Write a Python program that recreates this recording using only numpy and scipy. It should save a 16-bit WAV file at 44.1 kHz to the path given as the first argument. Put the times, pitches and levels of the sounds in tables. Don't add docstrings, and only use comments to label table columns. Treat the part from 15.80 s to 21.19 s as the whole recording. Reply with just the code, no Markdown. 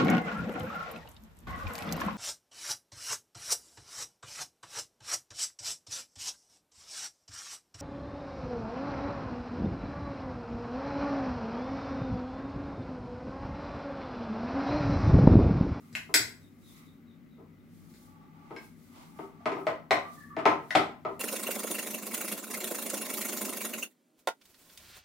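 import sys
import numpy as np
from scipy import signal
from scipy.io import wavfile
from scipy.ndimage import uniform_filter1d

SR = 44100
rng = np.random.default_rng(int(sys.argv[2]) if len(sys.argv) > 2 else 0)


def output_pcm(signal):
    pcm = np.clip(np.atleast_2d(signal).T, -1, 1) * 32767
    wavfile.write(sys.argv[1], SR, np.round(pcm).astype(np.int16))


def volts_from_decibels(level):
    exponent = np.asarray(level, float) / 20
    return 10 ** exponent


N = 237872


def rms_one(x):
    return x / np.sqrt(np.mean(x ** 2) + 1e-20)


def lean_left(db):
    return volts_from_decibels([[db], [-db]])


def at_hz(points, hz):
    point_hz, value = np.transpose(points)
    return np.interp(np.log(hz), np.log(point_hz), value)


def drift(rate):
    hop, settle = 40, 2000
    r = np.exp(-2 * np.pi * rate * hop / SR)
    white = rng.standard_normal(N // hop + settle + 2)
    slow = signal.lfilter([1], [1, -2 * r, r * r], white)[settle:]
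    return np.interp(np.arange(N) / hop, np.arange(len(slow)), rms_one(slow))


def swells(rows, rise_db_s, fall_db_s):
    t = np.arange(0, N + 40, 40) / SR
    power = 0
    for s, hold, db in rows:
        early = np.maximum(s - t, 0)
        late = np.maximum(t - s - hold, 0)
        power = power + volts_from_decibels(db - rise_db_s * early - fall_db_s * late) ** 2
    return np.interp(np.arange(N) / SR, t, 10 * np.log10(power + 1e-14))


def resonate(x, hz, width_hz):
    r = np.exp(-np.pi * width_hz / SR)
    zeros = np.array([1, 0, -1]) * (1 - r * r) / 2
    poles = [1, -2 * r * np.cos(2 * np.pi * hz / SR), r * r]
    return signal.lfilter(zeros, poles, x + 1e-18)


def soften(x, low_hz, high_hz):
    return signal.sosfilt(signal.butter(2, [low_hz, high_hz], "band", fs=SR, output="sos"), x)


BAND_EDGES = 25 * 2 ** np.arange(0, 9.6, .5)


def stereo_bands(size, likeness, gain_at):
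    out, white = 0, rng.standard_normal((2, 2, size))
    for k, (low, high) in enumerate(zip(BAND_EDGES, BAND_EDGES[1:])):
        mid, side = soften(white[k % 2], low, high)
        hz = np.sqrt(low * high)
        alike = np.clip(at_hz(likeness, hz), -1, 1)
        pair = np.sqrt(1 + alike) * mid + np.sqrt(1 - alike) * side * [[1], [-1]]
        out = out + gain_at(hz) * pair
    return out


# frequency in Hz, level in dB per Hz.
FLOOR = [(20, -40.5), (45, -18), (100, -17), (250, -3.5), (400, -24), (650, -37.5), (1200, -30.5),
         (2000, -33), (3000, -63.5), (6000, -58), (8500, -74.5), (13000, -47.5), (16000, -39.5)]
# frequency in Hz, likeness from 0 to 1.
FLOOR_LIKENESS = [(60, 1), (240, 0.99), (950, 0.28), (3770, 0.06), (15000, 0.124)]
# frequency in Hz, width in Hz, level in dB.
RUMBLE = [(55, 2.8, -77.5), (96.6, 3.9, -66), (161.2, 3.5, -60.5), (236.3, 5.5, -60.5), (286, 8, -78)]
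# frequency in Hz, width in Hz, level in dB.
FAN = [(1200, 120, -84), (1980, 160, -79)]


def background():
    floor = stereo_bands(N, FLOOR_LIKENESS, lambda hz: volts_from_decibels(at_hz(FLOOR, hz)))
    broad = volts_from_decibels(-57.5) * rms_one(floor)
    common, apart = rng.standard_normal(N), rng.standard_normal((2, N))
    feed = common + 1.1 * apart
    hum = sum(volts_from_decibels(db) * rms_one(resonate(feed, hz, width)) for hz, width, db in RUMBLE + FAN)
    return lean_left(1.5) * (broad + hum)


# start in seconds, hold in seconds, level in dB.
MASH = [(0.0, 0.63, -69.5), (.9, 0.09, -61), (1.95, .05, -71.5), (2.1, .16, -66), (2.83, 0.063, -64.5),
        (3.05, 0.089, -67.5), (3.2, 0.071, -66), (3.4, 0.023, -66), (3.8, 0.076, -68.5), (4.33, 0.077, -61),
        (4.92, .02, -62), (5.3, 0.12, -73)]
# frequency in Hz, level in dB per Hz.
SQUELCH = [(1470, -41), (2500, -11), (3130, -10), (3860, -2.5), (5480, -3.5), (12200, -3.5), (16000, -4.5)]
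# frequency in Hz, likeness from 0 to 1.
ROOM_LIKENESS = [(150, .9), (400, 0.87), (1000, 0.12), (10000, 0.054)]


def squelch():
    flicker = drift(15)
    noise = stereo_bands(N, ROOM_LIKENESS, lambda hz: volts_from_decibels(at_hz(SQUELCH, hz) + 1.2 * flicker))
    level_db = swells(MASH, rise_db_s=116, fall_db_s=119)
    return volts_from_decibels(level_db + 0.5) * rms_one(noise)


def slip_noise(level_db, resonances):
    slips = rng.standard_normal((2, N))
    wall = 0
    for hz, width, db in resonances:
        wall = wall + volts_from_decibels(db + 1.3 * drift(1.3)) * rms_one(resonate(slips, hz, width))
    return volts_from_decibels(level_db) * rms_one(wall)


# start in seconds, hold in seconds, singing in dB, dry scrape in dB.
RUBBING = [(.06, .06, -74, -60), (.82, .06, -89, -75), (0.967, 0.069, -83, -55),
           (1.272, 0.028, -80.5, -77.5), (2.099, 0.046, -73, -72), (2.292, 0.16, -64, -68),
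           (2.566, .1, -63, -62), (2.72, 0.081, -60.5, -56), (3.144, 0.12, -72, -56.5),
           (3.422, 0.021, -57, -54.5), (3.617, 0.054, -59.5, -62.5)]
# frequency in Hz, width in Hz, level in dB.
SINGING = [(850, 57, 5.5), (1144, 22, 6.5)]
# frequency in Hz, width in Hz, level in dB.
SCRAPE = [(753, 400, -9), (1210, 140, 13.5), (2050, 220, 10)]


def rubbing():
    s, hold, singing, scraping = np.transpose(RUBBING)
    idle_db = -82.5

    def stroke_db(db):
        strokes = np.transpose([s, hold, db])
        return np.maximum(swells(strokes, rise_db_s=103, fall_db_s=134), idle_db)

    song = slip_noise(stroke_db(singing) + 2.5, SINGING)
    scrape = slip_noise(stroke_db(scraping) - 8.0, SCRAPE)
    return song + scrape


def struck(modes, times, levels_db, spread_db, rattle_s=0):
    at, out = np.round(times * SR).astype(int), np.zeros(N)
    chance = rng.standard_normal((len(at), len(modes)))
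    wires = rng.standard_normal(N)
    for k, (hz, mode_db, t60) in enumerate(modes):
        clicks = np.zeros(N)
        strength = volts_from_decibels(levels_db + mode_db + spread_db * chance[:, k])
        np.add.at(clicks, at, strength * (-1) ** k)
        if rattle_s:
            fade = np.exp(-1 / (rattle_s * SR))
            clicks = wires * signal.lfilter([np.sqrt(1 - fade ** 2)], [1, -fade], clicks + 1e-18)
        r, w = volts_from_decibels(-60 / (max(t60, .0005) * SR)), 2 * np.pi * hz / SR
        out += signal.lfilter([0, np.sin(w)], [1, -2 * r * np.cos(w), r * r], clicks + 1e-18)
    return out


# start in seconds, bowl body in dB, weight passed to the counter in dB,
# hardness of contact in dB.
BLOWS = [(0.127, -70, 13.5, 16), (0.151, -39.5, -37, 9), (0.291, -36.5, -5, -34), (0.341, -26.5, -5, 13),
         (1.58, -51, 2.5, -29), (1.595, -48, -3.5, -22.5), (2.138, -74.5, 1.5, 16.5),
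         (2.708, -35.5, 0, -12.5), (2.763, -42.5, -10, -0.5), (3.389, -30.5, -7.5, -15),
         (3.657, -16, -11.5, -10), (3.718, -27, -3.5, -8), (3.768, -27, -10, -18),
         (3.868, -19.5, -10.5, -7), (4.108, -11.5, -16, -4.5), (4.566, -23.5, -5.5, -10),
         (4.589, -25.5, -17.5, -9.5), (4.655, -7, -11, -9), (4.692, -36.5, 9, -0.5),
         (4.906, -33.5, -30, 2.5), (4.951, -11, -7.5, -4.5), (4.956, -41.5, -4, 6),
         (5.25, -21.5, -10, -15.5)]
# frequency in Hz, level in dB, t60 in seconds.
THUD = [(99, -35, 0.14), (170.5, -7.5, 0.07), (251, -1.5, 0.021), (313.2, 1.5, 0.074), (391.6, -4.5, 0.12),
        (467, -2.5, 0.07)]
# frequency in Hz, level in dB, t60 in seconds.
BODY = [(608, -4, 0.025), (690, 2.5, 0.016), (808, -6, 0.043), (910, -5, 0.024), (1033.6, -7.5, 0.09),
        (1157, 2, 0.0092), (1304.5, -0.5, 0.027)]
# frequency in Hz, level in dB, t60 in seconds.
RIM = [(1479, -2.5, 0.0095), (1751, 0, 0.0051), (1964, 0, 0.0087), (2400, -0.5, 0.0025),
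       (2872, -4.5, 0.006), (2920, -0.5, 0.00088)]
# frequency in Hz, level in dB, t60 in seconds.
CRACK = [(3900, 0.5, 0.0018), (5300, 2, 0.0012), (6464, -1, 0.0015), (7670, -3.5, 0.00092),
         (11700, -6, 0.00089), (12960, -10, 0.00033)]


def blows():
    s, body_db, weight_db, hard_db = np.transpose(BLOWS)
    crack_per_hardness = 2.003
    thud = struck(THUD, s, body_db + weight_db - 6.5, spread_db=0.5)
    body = struck(BODY, s, body_db - 7.5, spread_db=1.5)
    rim = struck(RIM, s, body_db + hard_db + 5.0, spread_db=1.0)
    crack = struck(CRACK, s, body_db + crack_per_hardness * hard_db, spread_db=0.0, rattle_s=0.0035)
    low = soften(thud, 75, 912) + soften(body, 270, 1600)
    return low + soften(rim, 1300, 7100) + soften(crack, 4180, 16500)


def damped_sines(rows):
    out, t = np.zeros(N), np.arange(SR // 2) / SR
    for s, hz, db, t60 in rows:
        at = round(s * SR)
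        envelope = volts_from_decibels(db - 60 * t / max(t60, .001)) * np.minimum(hz * t, 1)
        out[at:at + len(t)] += (envelope * np.sin(2 * np.pi * hz * t))[:N - at]
    return out


# start in seconds, level in dB.
BOOMS = [
    (.13, -40),
    (0.398, -34.5),
    (4.121, -37),
    (4.96, -45),
]


def booms():
    return damped_sines([(s, 106, db, 0.083) for s, db in BOOMS])


# start in seconds, frequency in Hz, level in dB,
# t60 in seconds.
SPOTS = [(.152, 2600, -17, 0.0071), (.152, 2130, -28, 0.027), (.341, 2050, -21, 0.024),
         (.341, 2400, -28.5, 0.069), (.341, 1660, -39, 0.02), (.341, 15520, -31.5, 0.044),
         (2.707, 365, -39, 0.078), (2.707, 910, -41.5, 0.088), (3.392, 394.6, -40, 0.17),
         (3.392, 910, -46, 0.14), (3.606, 700, -50, 0.057), (3.659, 298, -32.5, 0.1),
         (3.767, 387, -27.5, 0.1), (3.868, 653, -15, 0.031), (4.109, 743, -13.5, 0.02),
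         (4.109, 566, -22, 0.086), (4.109, 3900, -23.5, 0.023), (4.567, 668, -24, 0.047),
         (4.59, 690, -33.5, 0.057), (4.655, 727, -4, 0.017), (4.66, 908, -19, 0.093),
         (4.66, 564, -24.5, 0.14), (4.689, 910, -15, 0.0059), (4.9075, 1955, -19.5, 0.015),
         (4.9075, 3700, -29.5, 0.0095), (4.951, 760, -10, 0.031), (4.956, 584, -13, 0.022),
         (4.9557, 3240, 0, 0.0018), (4.956, 2100, -18, 0.0046), (5.251, 392, -30.5, 0.17)]


def spots():
    return damped_sines(SPOTS)


# start in seconds, level in dB.
PINGS = [
    (0.34, -35),
]
# frequency in Hz, level in dB, t60 in seconds.
WIRE = [(4000, 6.5, 0.045), (4800, -9.5, 0.098), (5840, 9, 0.0083), (6300, -3, 0.14), (7800, 9, 0.11),
        (10600, 11, 0.02), (11926, 0.5, .05), (13200, -1.5, 0.073)]


def pings():
    return struck(WIRE, *np.transpose(PINGS), spread_db=2.0)


# start in seconds, length in seconds, starting frequency in Hz, level in dB.
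BIRD = [
    (0.602, 0.08, 3900, -63.5),
    (0.813, .11, 3920, -57.5),
    (0.919, 0.09, 4010, -60),
    (1.04, 0.079, 3900, -60),
    (1.256, 0.1, 3900, -65.5),
    (1.487, 0.096, 3950, -68),
    (1.771, 0.057, 3800, -72.5),
    (2.39, 0.069, 3840, -73),
]


def bird():
    out, sag_hz_s = np.zeros(N), 3940
    for s, length, start_hz, db in BIRD:
        hz = np.linspace(start_hz, start_hz - sag_hz_s * length, round(length * SR))
        whistle = np.sin(2 * np.pi * np.cumsum(hz) / SR)
        out[round(s * SR):][:len(hz)] += volts_from_decibels(db) * np.sqrt(np.hanning(len(hz))) * whistle
    return out * (0.27 + 0.33 * drift(146))


# frequency in Hz, level in dB, t60 in seconds.
CLINK = [(1594, -43, 0.082), (2194, -38, 0.032), (2600, -49.5, 0.048), (3210, -58.5, 0.078),
         (4150, -54.5, 0.045), (4950, -66, 0.17), (5180, -54.5, 0.1), (9250, -76, 0.071)]


def clink():
    return damped_sines([(2.764, *mode) for mode in CLINK])


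# start in seconds, hold in seconds, level in dB.
DRAG = [
    (3.16, 0.068, -54.5),
]
# frequency in Hz, width in Hz, level in dB.
DRAGGED = [(715, 400, -1), (920, 220, -1), (2600, 2000, -8)]


def drag():
    return slip_noise(swells(DRAG, rise_db_s=500, fall_db_s=141) - .3, DRAGGED)


# start in seconds, hold in seconds, level in dB.
SQUEAK = [
    [(4.25, 0.04, -46.5), (4.33, .06, -59), (4.43, 0.017, -60.5), (4.51, 0.13, -45)],
    [(4.38, 0.0039, -50.5), (4.415, 0.02, -46.5), (4.475, 0.014, -59), (4.495, 0.085, -54.5)],
]
SQUEAK_HZ = (1170, 1762)


def squeak():
    noise, out = rng.standard_normal(N), 0
    for rows, hz in zip(SQUEAK, SQUEAK_HZ):
        level_db = swells(rows, rise_db_s=910, fall_db_s=699) - 8.5
        out = out + volts_from_decibels(level_db) * rms_one(resonate(resonate(noise, hz, 75), hz, 102))
    return out


# frequency in Hz, t60 in seconds.
ROOM_T60 = [(150, 0.47), (400, 0.35), (1200, 0.37), (3600, 0.31), (10000, 0.29)]


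def kitchen(x):
    t = np.arange(int(.9 * SR)) / SR
    tail = stereo_bands(len(t), ROOM_LIKENESS, lambda hz: volts_from_decibels(-60 * t / at_hz(ROOM_T60, hz)))
    build_up = np.clip((t - .002) / 0.0017, 0, 1)
    tail *= build_up * (1 + 0.2 * np.exp(-t / 0.053))
    tail /= np.sqrt(np.sum(tail ** 2, axis=1, keepdims=True))
    return signal.fftconvolve(x[None], tail, axes=1)[:, :N]


def shifting_kitchen(x, count=3):
    starts = np.array(BLOWS)[:, 0] - .003
    place = np.searchsorted(starts, np.arange(N) / SR) % count
    return sum(kitchen(x * uniform_filter1d(1. * (place == k), size=120)) for k in range(count))


def scene():
    bowl = soften(blows() + pings() + squeak(), 60, 16000)
    near = soften(booms() + spots() + clink(), 60, 22000)
    outside = bird()
    direct = lean_left(1.5) * (bowl + near + outside)
    to_room = bowl + .5 * near + 0.66 * outside
    room = volts_from_decibels(6.5) * lean_left(1.2) * shifting_kitchen(to_room)
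    return direct + room + squelch() + rubbing() + drag() + background()


def top_cut(x):
    return signal.sosfilt(signal.butter(12, 17430, fs=SR, output="sos"), x)


def record(dry):
    low_pass = signal.ellip(10, .5, 50, 15850, fs=SR, output="sos")
    mix = signal.sosfilt(low_pass, dry)
    return top_cut(mix)


dry = scene()
out = record(dry)
output_pcm(out)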